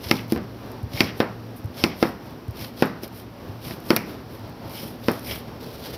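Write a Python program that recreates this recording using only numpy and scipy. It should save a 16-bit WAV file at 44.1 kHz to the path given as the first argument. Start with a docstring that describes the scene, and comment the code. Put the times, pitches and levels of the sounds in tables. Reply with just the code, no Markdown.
"""A kitchen knife cuts a watermelon on a plastic board: a soft bump on the rind, a crunch through wet flesh,
then knocks on the board, often a bright clack of the tip before a dull thud of the heel.
Knocks and bumps are damped modes; crunch, fizz, chatter, skids and rustles are shaped noise or fracture trains.
Juice snaps are treble ticks. At the end the board is dragged, juddering and scraping.
A small room adds echoes and a tail; a steady air noise and hum lie beneath."""
import sys
import numpy as np
from scipy import signal
from scipy.fft import rfft, irfft
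from scipy.io import wavfile
from scipy.ndimage import uniform_filter1d, minimum_filter1d

SR = 44100
rng = np.random.default_rng(int(sys.argv[2]) if len(sys.argv) > 2 else 0)


def wav_out(sig):
    """Save sig, one row per channel (or a flat mono array), as 16-bit PCM at SR to the path in sys.argv[1]."""
    wavfile.write(sys.argv[1], SR, np.round(np.clip(np.atleast_2d(sig).T, -1, 1) * 32767).astype(np.int16))


N = 263277
TIME_S = np.arange(N) / SR


def amp(db):
    """Decibels to gain."""
    return 10 ** (np.asarray(db) / 20)


def unit(x):
    """Scales to rms 1."""
    return x / np.sqrt(np.mean(x ** 2) + 1e-20)


def white():
    """White noise over the whole scene."""
    return rng.standard_normal(N)


def read(points, hz):
    """Interpolates (frequency, value) points along a log-frequency axis."""
    point_hz, value = np.transpose(points)
    return np.interp(np.log(hz + 1), np.log(point_hz + 1), value)


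def add(mix, start_s, sound):
    """Mixes a sound in place, from start_s on."""
    part = mix[max(round(start_s * SR), 0):][:len(sound)]
    part += sound[:len(part)]


def lowpass(x, cutoff_hz):
    """First-order low-pass."""
    return signal.lfilter(*signal.butter(1, cutoff_hz, fs=SR), x)


def coloured(x, spectrum):
    """Filters a scene-long noise to a spectrum, at rms 1."""
    gain = amp(read(spectrum, np.fft.rfftfreq(N, 1 / SR)))
    return unit(irfft(rfft(x) * gain, N))


def impulse(spectrum, size=4096):
    """Minimum-phase pulse with the given spectrum."""
    log_gain = np.log(amp(read(spectrum, abs(np.fft.fftfreq(size, 1 / SR)))))
    causal = np.exp(np.conj(signal.hilbert(log_gain)))
    return np.fft.ifft(causal).real[:size // 2]


def resonance(x, hz, width_hz):
    """Passes a noise through one resonance, at rms 1."""
    offset = 2 * (np.fft.rfftfreq(len(x), 1 / SR) - hz) / width_hz
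    return unit(irfft(rfft(x) / (1 + offset ** 2), len(x)))


def flutter(depth_db, size):
    """A gain that wanders at random over about size samples."""
    return amp(depth_db * unit(uniform_filter1d(white(), size=size)))


def grains(per_s, spread_db):
    """Random train of single-sample fractures; spread_db sets their unevenness, rms is 1."""
    size = amp(spread_db * np.minimum(rng.exponential(1, N), 4))
    sign = rng.choice([-1, 1], N)
    return unit(size * sign * (rng.random(N) < per_s / SR))


def tick(t_s, t60_s):
    """A short decaying burst of treble, at a fixed energy."""
    treble = signal.butter(2, 5500, "high", fs=SR, output="sos")
    burst = signal.sosfilt(treble, rng.standard_normal(len(t_s)))
    burst *= amp(-60 * t_s / t60_s)
    return burst / np.linalg.norm(burst) * 3.44


RISE_SHARE = 0.43  # part of a swell spent rising


def swells(rows, width=1.174, steep=2.28):
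    """One smooth rise and fall of gain per row (time at the height [s], length [s], level [dB])."""
    out = np.zeros(N)
    for height_s, length_s, db in rows:
        near = abs(TIME_S - height_s) < 2 * length_s
        t_s = TIME_S[near] - height_s
        side_s = length_s * np.where(t_s < 0, RISE_SHARE, 1 - RISE_SHARE)
        out[near] += amp(db) * np.exp(-abs(t_s / (width * side_s)) ** steep)
    return out


# spectrum of the kitchen air: (frequency [Hz], density [dB per Hz])
AIR_SPECTRUM = [(20, -6), (45, 0.5), (70, -3.5), (170, -1.5), (300, -1.5), (500, -6.5), (1000, -12.5),
                (2000, -21.5), (3500, -25.5), (5300, -25.5), (9000, -33.5), (14000, -32)]
# hum bands: (frequency [Hz], width [Hz], level [dB])
HUM_BANDS = [(114.25, 2.1, -46), (245.7, 19.4, -48.5)]


def kitchen(air_db=-40.0, drift_db=1.3):
    """Gently drifting air noise, plus a wavering hum of narrow noise bands."""
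    out = amp(air_db) * flutter(drift_db, size=6000) * coloured(white(), AIR_SPECTRUM)
    for hz, width_hz, db in HUM_BANDS:
        out += amp(db) * resonance(white(), hz, width_hz)
    return out


# near-wall reflections, before dulling: (delay [s], gain [linear])
WALL_ECHOES = [(.0055, -0.05), (.0088, 0.66), (0.0177, 0.1651), (0.027, 0.41)]
# decay of the tail: (frequency [Hz], t60 [s])
TAIL_T60 = [(150, 0.48), (400, 0.45), (1000, 0.43), (2700, 0.43), (6000, 0.6), (14000, 0.29)]
# spectrum of the tail: (frequency [Hz], level [dB])
TAIL_SPECTRUM = [(100, -7), (160, 0.5), (260, -2), (340, -7.5), (460, -2.5), (1100, -1.5), (1900, -2),
                 (3500, -7.5), (5500, -11.5), (13000, -34)]


def room(x, echo_hz=1500, build_s=0.0042):
    """A few dull early echoes, then a diffuse tail whose bands die at their own speeds."""
    early = np.zeros(SR)
    for delay_s, gain in WALL_ECHOES:
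        add(early, delay_s, np.array([gain]))
    early = lowpass(early, min(echo_hz, SR / 4))

    hz, t_s, bands = signal.stft(rng.standard_normal(SR), SR, nperseg=256)
    t60_s = read(TAIL_T60, hz)[:, None]
    bands = bands * amp(-60 * t_s / t60_s) / np.sqrt(t60_s)
    tail = signal.istft(bands, SR, nperseg=256)[1][:SR]
    tail *= 1 - np.exp(-(np.arange(SR) / SR / build_s) ** 2)

    # the many modes share out the energy evenly over each band
    z = rfft(tail)
    z /= np.sqrt(uniform_filter1d(abs(z) ** 2, size=120) + 1e-20)
    z *= amp(read(TAIL_SPECTRUM, np.fft.rfftfreq(SR, 1 / SR)))
    tail = irfft(z, SR)[:SR * 3 // 4]
    return signal.fftconvolve(x, early[:len(tail)] + tail)[:N]


# hands change their grip: (time at the height [s], length [s], level [dB])
GRIP_SHIFTS = [(0.77, 0.13, -41.5), (4.46, 0.12, -38.5), (4.67, 0.11, -39), (5.45, 0.48, -47)]
# spectrum of a rustle: (frequency [Hz], density [dB per Hz])
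RUSTLE_SPECTRUM = [(100, 14), (400, 1.5), (950, 3), (1600, -13), (5000, -14.5), (9000, -27)]


def rustles():
    """Hands shift on the melon and the handle: soft swells of fluttering noise."""
    return swells(GRIP_SHIFTS) * flutter(0.5, size=1200) * coloured(white(), RUSTLE_SPECTRUM)


# slide of the board, sets the scrape before SCRAPE_DB: (time [s], level [dB])
SLIDE_LEVEL = [(5.6, -64), (5.608, -48.5), (5.814, -48.5), (5.84, -36.5), (5.93, -45.5), (5.936, -37.5),
               (5.97, -48)]
# spectra of judder and of scraping grit: (frequency [Hz], density [dB per Hz])
JUDDER_SPECTRUM = [(45, -5), (64, 13.5), (90, -20), (125, 1), (170, 1), (245, -13), (420, 1), (1500, -28.5)]
SCRAPE_SPECTRUM = [(300, -4), (1000, 0), (2000, -2.5), (4500, 2), (9000, -6), (15000, -4.5)]
JUDDER_DB, JUDDER_POWER, SCRAPE_DB = -37.5, 0.15, 1.5  # judder: level at the hardest slide


def drag(catch_db=2):
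    """Plastic catches and slips on the counter: the loaded board judders, grit scrapes under it."""
    slide = amp(np.interp(TIME_S, *np.transpose(SLIDE_LEVEL), left=-200))
    # judder grows more slowly than scrape
    judder_gain = amp(JUDDER_DB) * (slide / slide.max()) ** JUDDER_POWER
    judder = judder_gain * coloured(white(), JUDDER_SPECTRUM)
    grit = coloured(grains(per_s=2300, spread_db=1.0), SCRAPE_SPECTRUM)
    scrape = amp(SCRAPE_DB) * slide * grit
    return flutter(catch_db, size=700) * (judder + scrape)


# loudest wet snaps as the cut opens: (time [s], level [dB])
LOUD_SNAPS = [(2.509, -31), (2.857, -22.5), (3.078, -26.5), (5.116, -18), (5.194, -24)]
SNAPS_PER_S, SNAP_DB, SNAP_SPREAD_DB = 3, -37.5, 8  # the faint ones


def snaps():
    """Films of juice break: a few loud ticks and a random scatter of mostly faint ones."""
    out = np.zeros(N)
    t_s = np.arange(SR // 20) / SR
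    times_s = TIME_S[rng.random(N) < SNAPS_PER_S / SR]
    faint = [(s, SNAP_DB + SNAP_SPREAD_DB * rng.standard_normal()) for s in times_s]
    for start_s, db in [*LOUD_SNAPS, *faint]:
        add(out, start_s, amp(db) * tick(t_s, t60_s=0.02))
    return out


SKID_DELAY_S, SKID_LENGTH_S, SKID_DB = 0.075, 0.04, -38.5  # level relative to the clack
SKID_HZ, SKID_WIDTH_HZ = 2450, 2100


def skids():
    """The tip slips along the board just after it strikes; the harder the clack, the louder the rasp."""
    rows = [(s + SKID_DELAY_S, SKID_LENGTH_S, blade_db + SKID_DB) for s, _, _, blade_db, _, _ in KNOCKS]
    return swells(rows) * resonance(grains(per_s=1200, spread_db=4.0), SKID_HZ, SKID_WIDTH_HZ)


# blade resonances set off by wet rind: (frequency [Hz], level [dB])
CHATTER_MODES = [(2250, -4.5), (3150, -3.5), (4070, -22), (5250, 0)]
CHATTER_DB, CHATTER_POWER = -39.5, 1.16  # gain in the hardest stroke; power of crunch x fizz


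def chatter(grip, width_hz=520, flutter_db=4):
    """Under pressure and juice the rind slips unevenly on steel, sounding now one resonance, now another."""
    slips = grains(per_s=1500, spread_db=0.0)
    steel = np.zeros(N)
    for hz, db in CHATTER_MODES:
        steel += amp(db) * flutter(flutter_db, size=900) * resonance(slips, hz, width_hz)
    return amp(CHATTER_DB) * (grip / grip.max()) ** CHATTER_POWER * steel


# wet strokes of blade and hand on the melon, mostly cuts, a few faint handling sounds:
# (time at the height [s], length [s], rind crunch level [dB], juice fizz level [dB])
WET_STROKES = [ (0.095, 0.16, -39.5, -41), (0.321, 0.056, -45.5, -43.5), (0.991, .12, -36, -40.5),
               (1.198, 0.063, -48.5, -44.5), (1.577, 0.031, -59, -45.5), (1.816, 0.11, -39, -42),
               (2.028, 0.11, -43.5, -42.5), (2.262, 0.073, -55, -58), (2.618, 0.1, -42, -42),
               (2.814, 0.11, -43.5, -45.5), (3.04, 0.034, -43, -42.5), (3.172, 0.085, -51, -46.5),
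               (3.679, 0.11, -43, -42), (3.922, 0.13, -44.5, -40.5), (4.101, 0.069, -48.5, -50),
               (4.337, 0.074, -53.5, -52), (4.791, 0.18, -43, -40.5), (5.103, 0.15, -43.5, -44),
               (5.306, 0.12, -39, -36.5), ]
# spectra of rind, juice and the hand's push: (frequency [Hz], density [dB per Hz])
CRUNCH_SPECTRUM = [(300, 2), (700, 1), (1500, -4.5), (2300, -2.5), (3800, 1), (5300, 1), (7000, -4),
                   (10000, -46)]
FIZZ_SPECTRUM = [(3000, -18), (7000, -2), (10000, 3), (12500, 2.5), (15000, 4), (17000, -31.5)]
PUSH_SPECTRUM = [(40, 7.5), (110, 6.5), (300, -6), (600, -0.5), (1200, -21)]


def wet_strokes(push_db=2, clump_db=3.0):
    """Rind cells burst in clumps and juice fizzes while the hand presses down."""
    crunch = swells([(s, length_s, db) for s, length_s, db, _ in WET_STROKES])
    fizz = swells([(s, length_s, db) for s, length_s, _, db in WET_STROKES])
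    clumps = flutter(clump_db, size=300)
    rind = clumps * coloured(grains(per_s=2500, spread_db=1.7), CRUNCH_SPECTRUM)
    juice = np.sqrt(clumps) * coloured(white(), FIZZ_SPECTRUM)
    push = amp(push_db) * coloured(white(), PUSH_SPECTRUM)
    return crunch * (rind + push) + fizz * juice + chatter(crunch * fizz)


# blade lands on the rind, melon bobs: (time [s], level [dB], frequency [Hz])
RIND_BUMPS = [(0.057, -26, 74), (0.362, -25.5, 69.6), (0.83, -20.5, 91), (0.937, -23, 109),
              (1.643, -21, 99), (2.481, -21, 94.4), (2.607, -30, 85), (3.487, -25.5, 101),
              (3.662, -29, 148)]
SKIN_DB = -11.5  # tick of the broken skin, relative to its bump


def bumps(rise_s=0.0073):
    """The edge nicks the skin and the melon bobs for a few cycles on its soft flesh."""
    out = np.zeros(N)
    t_s = np.arange(SR // 6) / SR
    swell = (t_s / rise_s * np.exp(1 - t_s / rise_s)) ** 2
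    for start_s, db, hz in RIND_BUMPS:
        bob = swell * np.sin(2 * np.pi * hz * t_s)
        skin = amp(SKIN_DB) * tick(t_s, t60_s=0.027)
        add(out, start_s, amp(db) * (bob + skin))
    return out


def ring(modes, place, t_s, depth=0.48, contact_s=0.00035):
    """Damped modes set off by one blow; bending waves weight each by the place of contact."""
    hz, db, t60_s = np.transpose(modes)[:, :, None]
    share = 1 + depth * np.cos(2 * np.pi * place * np.sqrt(hz / 1000))
    waves = share * amp(db - 60 * t_s / t60_s) * np.sin(2 * np.pi * hz * t_s)
    return waves.sum(0) * (1 - np.exp(-t_s / contact_s))


def crowd(strong, spectrum, t_s, t60_s, db):
    """Many weak, close modes blur into a short burst; its energy follows the strong modes."""
    noise = rng.standard_normal(len(t_s)) * amp(-60 * t_s / t60_s)
    burst = signal.fftconvolve(noise, impulse(spectrum))[:len(t_s)]
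    return amp(db) * np.linalg.norm(strong) * burst / np.linalg.norm(burst)


def splash(strong, spectrum, db):
    """All modes heard from all sides: one smooth pulse; its energy follows the strong modes."""
    pulse = impulse(spectrum)
    return -amp(db) * np.linalg.norm(strong) * pulse / np.linalg.norm(pulse)


# knife meets board: (time [s], thud level [dB], board ring level before cushioning [dB],
# blade clack level [dB], edge tick level [dB], place of contact [bending wavelengths at 1 kHz])
KNOCKS = [ (0.1125, -3, -7.5, -1, -13, 2.62), (0.3224, -2, -18.5, -32, -19, 1.33),
          (0.3613, -19, -17.5, -51, -46, 1.17), (0.376, -19, -21.5, -43, -41, 1.3),
          (1.006, -3.5, -9, 2, -18, 1.057), (1.2028, -8.5, 0, -25, -31, 0.41),
          (1.839, -3.5, -8, -0.5, -10, 1.05), (2.0274, -5.5, -1, -14.5, -33, 0.34),
          (2.8237, -2.5, -3, -21.5, -27, 1.3), (3.0345, -18, -27, -38, -23, 1.2),
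          (3.709, -21, -23.5, -29, -32, 2.03), (3.905, -1, -3, -10.5, -37, 2.79),
          (3.9638, -14.5, -12, -15, 1.5, 0.92), (4.832, -18.5, -30, -39, -45, 2.7),
          (5.0842, -6.5, -5, -18.5, -34, 2.9), ]
# board's dead thud under the melon's weight: (frequency [Hz], level [dB])
THUD_SPECTRUM = [(40, -36), (100, -15), (190, -2), (300, -1), (400, -4), (560, -24), (900, -40.5),
                 (2500, -34.5)]
# strong modes of board and blade: (frequency [Hz], level [dB], t60 [s])
BOARD_MODES = [(342, -15, 0.044), (507, -4, 0.023), (737, -3.5, 0.016), (1010, -4.5, 0.014),
               (1303, -3.5, 0.014), (1830, -1.5, 0.0069), (2490, 9, 0.0028), (3710, -4.5, 0.0079)]
BLADE_MODES = [(2150, -8, 0.025), (2644, 5, 0.0058), (3040, 3.5, 0.0042), (3920, -0.5, 0.0037),
               (4555, 9.5, 0.0032), (5070, -5.5, 0.0065)]
# weak modes of board and counter, and of blade and handle: (frequency [Hz], level [dB])
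BOARD_CROWD = [(150, -13), (350, 9.5), (600, 0), (1200, -2.5), (2000, -5.5), (3000, -13), (5500, -19.5),
               (9000, -82)]
BLADE_CROWD = [(400, -43), (1000, -6), (2300, 6.5), (3900, -16.5), (5400, 0.5), (7000, -6), (14000, -12)]
CUSHION_HZ, CUSHION_POWER = 2400, 0.32  # cut-off at clack = thud; power of their ratio
KNOCK_ROOM_DB = -0.5


def knocks():
    """Each blow thuds, rings the board and clacks the blade; returns (near sound, room send)."""
    near, sent = np.zeros((2, N))
    thud_shape = impulse(THUD_SPECTRUM)
    t_s = np.arange(len(thud_shape)) / SR
    thud_shape = -thud_shape / abs(thud_shape).max()  # the board first moves away
    for start_s, thud_db, board_db, blade_db, tick_db, place in KNOCKS:
        thud = amp(thud_db) * thud_shape
        # the less steel meets the board, the more flesh takes away the upper modes
        cushion_hz = min(CUSHION_HZ * amp(blade_db - thud_db) ** CUSHION_POWER, SR / 4)
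        board = amp(board_db) * lowpass(-ring(BOARD_MODES, place, t_s), cushion_hz)
        clack = amp(blade_db) * ring(BLADE_MODES, place, t_s)
        blade = clack + amp(tick_db) * tick(t_s, t60_s=0.0085)
        board_blur = crowd(board, BOARD_CROWD, t_s, t60_s=0.09, db=-3.5)
        blade_blur = crowd(blade, BLADE_CROWD, t_s, t60_s=0.05, db=-9.5)
        add(near, start_s, thud + board + blade + board_blur + blade_blur)
        # strong modes beam at the microphone; the room hears the whole crowd
        spread = splash(board, BOARD_CROWD, db=-2) + splash(blade, BLADE_CROWD, db=-7.5)
        add(sent, start_s, 0.81 * thud + 0.083 * (board + blade) + spread)
    return near, amp(KNOCK_ROOM_DB) * sent


def scene(soft_room_db=-5):
    """Knife, melon and board in the kitchen."""
    near, sent = knocks()
    soft = bumps() + wet_strokes() + skids() + snaps() + rustles() + drag()
    sent = sent + amp(soft_room_db) * soft
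    # successive knocks take turns through four random room tails, so no single draw colours them all
    knock_index = np.searchsorted([row[0] - 0.005 for row in KNOCKS], TIME_S)
    wet = sum(room(sent * (knock_index % 4 == k)) for k in range(4))
    return (near + soft + wet + kitchen())[None]


# microphone, weak in deep bass and in a treble trough: (frequency [Hz], gain [dB])
MIC_RESPONSE = [(15, -30), (40, -11.5), (60, 0.5), (5700, -0.5), (6500, -13), (7700, -15), (9000, -8),
                (10500, -4.5), (12000, -1), (14500, -1), (16000, -16)]
EDGE_HZ = 15900


def record(dry):
    """Microphone colour, a fast limiter at full scale, and the band limit."""
    x = signal.fftconvolve(dry[0], impulse(MIC_RESPONSE))[:N]
    gain = minimum_filter1d(1 / np.maximum(abs(x), 1), size=21)
    gain = uniform_filter1d(gain, size=21)
    band = signal.firwin(401, EDGE_HZ, window=("kaiser", 9), fs=SR)
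    return signal.oaconvolve(x * gain, band, "same")[None]


dry = scene()
out = record(dry)
wav_out(out)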